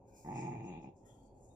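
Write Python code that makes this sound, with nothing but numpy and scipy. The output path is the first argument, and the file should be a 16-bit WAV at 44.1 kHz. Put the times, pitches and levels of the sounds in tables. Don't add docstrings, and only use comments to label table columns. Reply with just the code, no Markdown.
import sys
import numpy as np
from scipy import signal
from scipy.fft import rfft, irfft, next_fast_len
from scipy.io import wavfile
from scipy.ndimage import map_coordinates

SR = 44100
rng = np.random.default_rng(int(sys.argv[2]) if len(sys.argv) > 2 else 0)


def store_pcm(level_fs):
    pcm = np.round(np.clip(level_fs, -1, 1) * 32767).astype(np.int16)
    wavfile.write(sys.argv[1], SR, np.atleast_2d(pcm).T)


N = 68355
LEFT_LAG_S = .000379


def amp(db):
    return 10 ** (np.asarray(db) / 20)


def unit(x):
    return x / np.sqrt(np.mean(x ** 2) + 1e-20)


def along(points, hz):
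    f, v = np.transpose(points)
    return np.interp(np.log(hz + 1), np.log(f + 1), v)


def curves(rows, t):
    times, *lanes = np.transpose(rows)
    return [np.interp(t, times, lane) for lane in lanes]


def filtered(x, response):
    size = next_fast_len(N + SR // 2)
    return irfft(rfft(x, size) * response(np.fft.rfftfreq(size, 1 / SR)), size)[..., :N]


def ring(x, colour, size=8192):
    cepstrum = irfft(np.log(amp(along(colour, np.fft.rfftfreq(size, 1 / SR)))))
    cepstrum[1:size // 2] *= 2
    cepstrum[size // 2 + 1:] = 0
    body = irfft(np.exp(rfft(cepstrum)))
    return signal.fftconvolve(x, body / np.linalg.norm(body))[:N]


def resonate(x, hz, width_hz):
    carrier = np.exp(2j * np.pi * np.cumsum(hz) / SR)
    pole = np.exp(-np.pi * width_hz / SR)
    return (carrier * signal.lfilter([1 - pole], [1, -pole], x / carrier)).real


def place(x, pan_db, lag_s):
    side = np.array([[.5], [-.5]])
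    return filtered(x, lambda hz: amp(side * pan_db(hz)) * np.exp(-2j * np.pi * hz * side * lag_s))


def swell(peak_s, rise_s, fade_s):
    t = np.arange(N) / SR - peak_s
    return amp(-20 * np.where(t < 0, -t / rise_s, t / fade_s))


def murmur(level_db=-60.5, waver_db=.5):
    # f/Hz, level/dB
    colour = [(20, -14), (33, -9.5), (45, 7), (62, -6), (85, 0), (112, 3), (150, -6), (260, -2.5),
              (340, -7), (405, -3.5), (455, -9), (545, -4), (640, -12.5), (760, -8.5), (870, -5.5),
              (970, -14), (1100, -28.5), (1500, -42.5), (2100, -47), (2550, -37.5), (3000, -57.5),
              (7000, -48), (10000, -60), (15000, -59)]
    # f/Hz, correlation
    likeness = [(60, 1), (250, 0.91), (500, 0.68), (900, .55), (2000, 0.29), (6000, 0)]
    spread = lambda hz: np.arccos(np.clip(along(likeness, hz), -1, 1)) / 2
    mid_side_eq = lambda hz: amp(along(colour, hz)) * [np.cos(spread(hz)), np.sin(spread(hz))]
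    mid, side = filtered(rng.standard_normal((2, N)), mid_side_eq)
    waver = map_coordinates(rng.standard_normal(20), [np.arange(N) * 10 / SR])
    return amp(level_db + waver_db * waver) * unit(np.array([mid + side, mid - side]))


def hum():
    # f/Hz, level/dB
    tones = [(403, -75.5), (549, -76.5)]
    t = np.arange(N) / SR
    drift = lambda: map_coordinates(rng.standard_normal(12), [t * 5])
    return sum(amp(db) * np.sqrt(2) * np.sin(2 * np.pi * hz * t + drift()) for hz, db in tones)


def scuffs(grains_per_s=8000, scatter_db=4, edge_slope=9):
    # peak t/s, level/dB, rise/s, fade/s, pan L-R/dB, low cut/Hz, high cut/Hz
    strokes = [(0.086, -79, .03, 0.1, 5, 3500, 16200), (.172, -67.5, 0.056, 0.24, 3.5, 4180, 16000),
               (0.371, -62, 0.065, 0.1676, 2.5, 4360, 8870), (.652, -72.5, .04, 0.04, 3.5, 6510, 5950),
               (.83, -80, 0.042, 0.07, 6.5, 4300, 7300), (.97, -82.5, 0.029, 0.17, 9, 4970, 9600),
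               (1.06, -74, 0.014, 0.22, 7.5, 5540, 12900), (1.275, -83, 0.14, 0, 9.5, 6150, 10000),
               (1.437, -76, 0.095, 0.22, 7, 6000, 11200)]
    # f/Hz, level/dB
    colour = [(1000, -15), (2500, -7), (3400, -10.5), (4400, -9), (5500, -3), (6200, -2.5), (6720, 5.5),
              (7400, -5), (9000, -8), (11000, -11.5), (15500, -12)]
    out = np.zeros((2, N))
    for peak_s, db, rise_s, fade_s, pan_db, low_hz, high_hz in strokes:
        grains = (rng.random(N) < grains_per_s / SR) * rng.standard_normal(N)
        grains *= amp(scatter_db * rng.standard_normal(N))
        low_cut = lambda hz: 1 / (1 + (low_hz / (hz + 1)) ** edge_slope)
        high_cut = lambda hz: 1 / (1 + (hz / high_hz) ** edge_slope)
        grit = filtered(grains, lambda hz: amp(along(colour, hz)) * low_cut(hz) * high_cut(hz))
        stroke = amp(db) * unit(grit) * swell(peak_s, rise_s, fade_s)
        out += place(stroke, lambda hz: pan_db, LEFT_LAG_S)
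    return out


def thin_whistles(pan_db=7.5):
    # peak t/s, f/Hz, width/Hz, level/dB, rise/s, fade/s
    bands = [(.09, 1545, 89.4, -84.5, .03, .25), (.16, 2375, 250, -82.5, 0.098, 0.4),
             (.45, 6626, 346, -73.5, 0.3, 0.26), (.67, 6700, 500, -73, .03, .15),
             (.735, 3450, 553, -78, .08, 0.13), (1.065, 1370, 111, -81, .04, 0.2),
             (1.07, 1853, 190, -79, .04, 0.1), (1.09, 3300, 280, -79, 0.056, .2),
             (1.26, 4530, 170, -88.5, 0.19, .27), (1.505, 3720, 130, -90, .03, .1)]
    out = np.zeros(N)
    for peak_s, hz, width_hz, db, rise_s, fade_s in bands:
        resonance = lambda f: (1j * f * width_hz / (hz * hz - f * f + 1j * f * width_hz)) ** 2
        whistle = unit(filtered(rng.standard_normal(N), resonance))
        out += amp(db) * whistle * swell(peak_s, rise_s, fade_s)
    return place(out, lambda hz: pan_db, LEFT_LAG_S)


def growl(rough_hz=135, jitter_s=.0008, shimmer_db=1.5):
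    # t/s, beat rate/Hz
    flaps = [(.247, 74.1), (.28, 77.5), (.32, 122), (.38, 120.1), (.42, 136.8), (.46, 116.8), (.52, 117.7),
             (.56, 127.4), (.59, 97), (.64, 124.3), (.675, 90), (.71, 91.9), (.745, 73.8), (.785, 86.4),
             (.825, 64.5), (.897, 68.8)]
    # t/s, chest level/dB, mouth level/dB, teeth level/dB
    effort = [(.247, -53.5, -52.5, -77), (.274, -47, -46, -67.5), (.3, -48, -46, -68.5),
              (.324, -44.5, -42, -65.5), (.333, -49, -55, -69.5), (.345, -45, -46, -61.5),
              (.365, -46.5, -44.5, -61), (.373, -46.5, -59, -64), (.384, -44, -44, -59),
              (.403, -47.5, -59, -68.5), (.417, -46.5, -49.5, -60.5), (.435, -44, -44.5, -63),
              (.444, -46, -49.5, -62), (.485, -46.5, -43.5, -66.5), (.497, -49, -61, -69.5),
              (.52, -46, -44, -62.5), (.545, -46, -54, -68.5), (.556, -44, -46, -62), (.588, -53, -61, -72),
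              (.604, -48, -47.5, -62.5), (.617, -51.5, -56, -71), (.65, -48, -52, -68.5),
              (.71, -48, -52.5, -62), (.775, -50, -56, -68), (.812, -55, -62.5, -77.5),
              (.848, -52, -55.5, -69.5), (.888, -52.5, -62.5, -75)]
    # t/s, mouth f/Hz, teeth f/Hz
    jaw = [(.26, 840, 1940), (.37, 845, 2310), (.49, 858, 2304), (.57, 783, 2300), (.68, 825, 2510),
           (.89, 814, 2534)]
    # f/Hz, level/dB
    chest_colour = [(40, -44), (75, -21), (110, -6.5), (150, -2.5), (185, 1.5), (215, -6), (245, -3),
                    (295, -8.5), (345, 1), (385, -12), (435, -12), (490, -22.5), (650, -22), (1300, -61),
                    (3000, -110)]
    mouth_colour = [(300, -26.5), (560, -8), (680, -5.5), (770, -0.5), (870, 1.5), (945, -8), (1070, -12.5),
                    (1200, -10.5), (1400, -23.5), (2000, -47.5), (4000, -90)]
    muzzle_colour = [(900, -14), (1400, 3), (1880, 7), (2150, -2), (2400, 1), (2720, 1), (3050, -9),
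                     (3450, -1), (4000, 2), (4550, -22), (7000, -4), (8000, -30)]
    # f/Hz, pan L-R/dB
    pan = [(200, 0), (380, -.5), (750, -3.5), (1290, 0), (2380, 6.5), (4400, 3)]

    t = np.arange(N) / SR
    rate, = curves(flaps, t)
    chest_db, mouth_db, teeth_db = curves(effort, t)
    mouth_hz, teeth_hz = curves(jaw, t)
    rough = (rate / rough_hz) ** 2
    cycles = np.cumsum(rate * (t > flaps[0][0]) * (t < flaps[-1][0])) / SR
    onsets = np.searchsorted(cycles, np.arange(int(cycles[-1]) + 1), side="right").clip(0, N - 1)
    time_scatter, chest_scatter, mouth_scatter = rng.standard_normal((len(onsets), 3)).clip(-2, 2).T
    onsets = (onsets + jitter_s * SR * rough[onsets] * time_scatter).astype(int).clip(0, N - 1)

    def beats(level_db, scatter, air, puff_s=.004):
        shimmer = unit(amp(shimmer_db * rough[onsets] * scatter))
        sizes = shimmer * amp(level_db[onsets]) * np.sqrt(SR / rate[onsets])
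        clicks = np.bincount(onsets, sizes, N)
        puff = np.exp(-2 * t[:SR // 20] / puff_s)
        puff_power = abs(signal.fftconvolve(clicks ** 2, puff / puff.sum())[:N])
        hiss = np.sqrt(puff_power) * rng.standard_normal(N)
        return np.sqrt(1 - air) * clicks + np.sqrt(air) * hiss

    chest = ring(beats(chest_db + .5, chest_scatter, air=.25 * rough), chest_colour)
    snarl = beats(mouth_db, mouth_scatter, air=.22, puff_s=.009)
    mouth = snarl.std() * unit(resonate(ring(snarl, mouth_colour), mouth_hz, width_hz=127))
    rasp = beats(teeth_db, mouth_scatter, air=.75)
    gap = lambda x: resonate(x, teeth_hz, width_hz=620)
    teeth = rasp.std() * unit(gap(gap(ring(rasp, muzzle_colour))))
    return place(chest + mouth + teeth + drone(), lambda hz: along(pan, hz), lag_s=.00013)


def drone(waver_depth=.057, wavers_per_s=70):
    # t/s, f/Hz, level/dB
    contour = [(.28, 165, -62), (.315, 135.2, -49), (.36, 140.1, -45.5), (.41, 124.9, -54.5),
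               (.49, 145.8, -45.5), (.55, 125.7, -46.5), (.65, 120.2, -50.5), (.7, 113, -65.5)]
    t = np.arange(N) / SR
    hz, db = curves(contour, t)
    waver = map_coordinates(rng.standard_normal(N), [t * wavers_per_s])
    phase = 2 * np.pi * np.cumsum(hz * (1 + waver_depth * waver)) / SR
    gate = np.clip(np.minimum(t - contour[0][0], contour[-1][0] - t) * hz, 0, 1)
    return amp(db) * gate * np.sqrt(2) * np.sin(phase)


def room(x):
    # f/Hz, t/s
    decay = [(150, .25), (900, 0.23), (3000, .18), (10000, .1)]
    # f/Hz, level/dB
    colour = [(100, -21), (300, -16), (800, -8), (2300, -3.5), (7000, .5)]
    hz, t, noise = signal.stft(rng.standard_normal((2, SR // 3)), SR, nperseg=256)
    fade = amp(-60 * t / along(decay, hz)[:, None])
    _, tail = signal.istft(noise * fade, SR, nperseg=256)
    echo = signal.fftconvolve(x, tail / np.linalg.norm(tail[0]), axes=1)[:, :N]
    return filtered(echo, lambda hz: amp(along(colour, hz)))


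def scene():
    direct = growl() + scuffs() + thin_whistles()
    return direct + room(direct) + murmur() + hum()


def record(dry):
    return filtered(dry, lambda hz: hz < 15700)


dry = scene()
out = record(dry)
store_pcm(out)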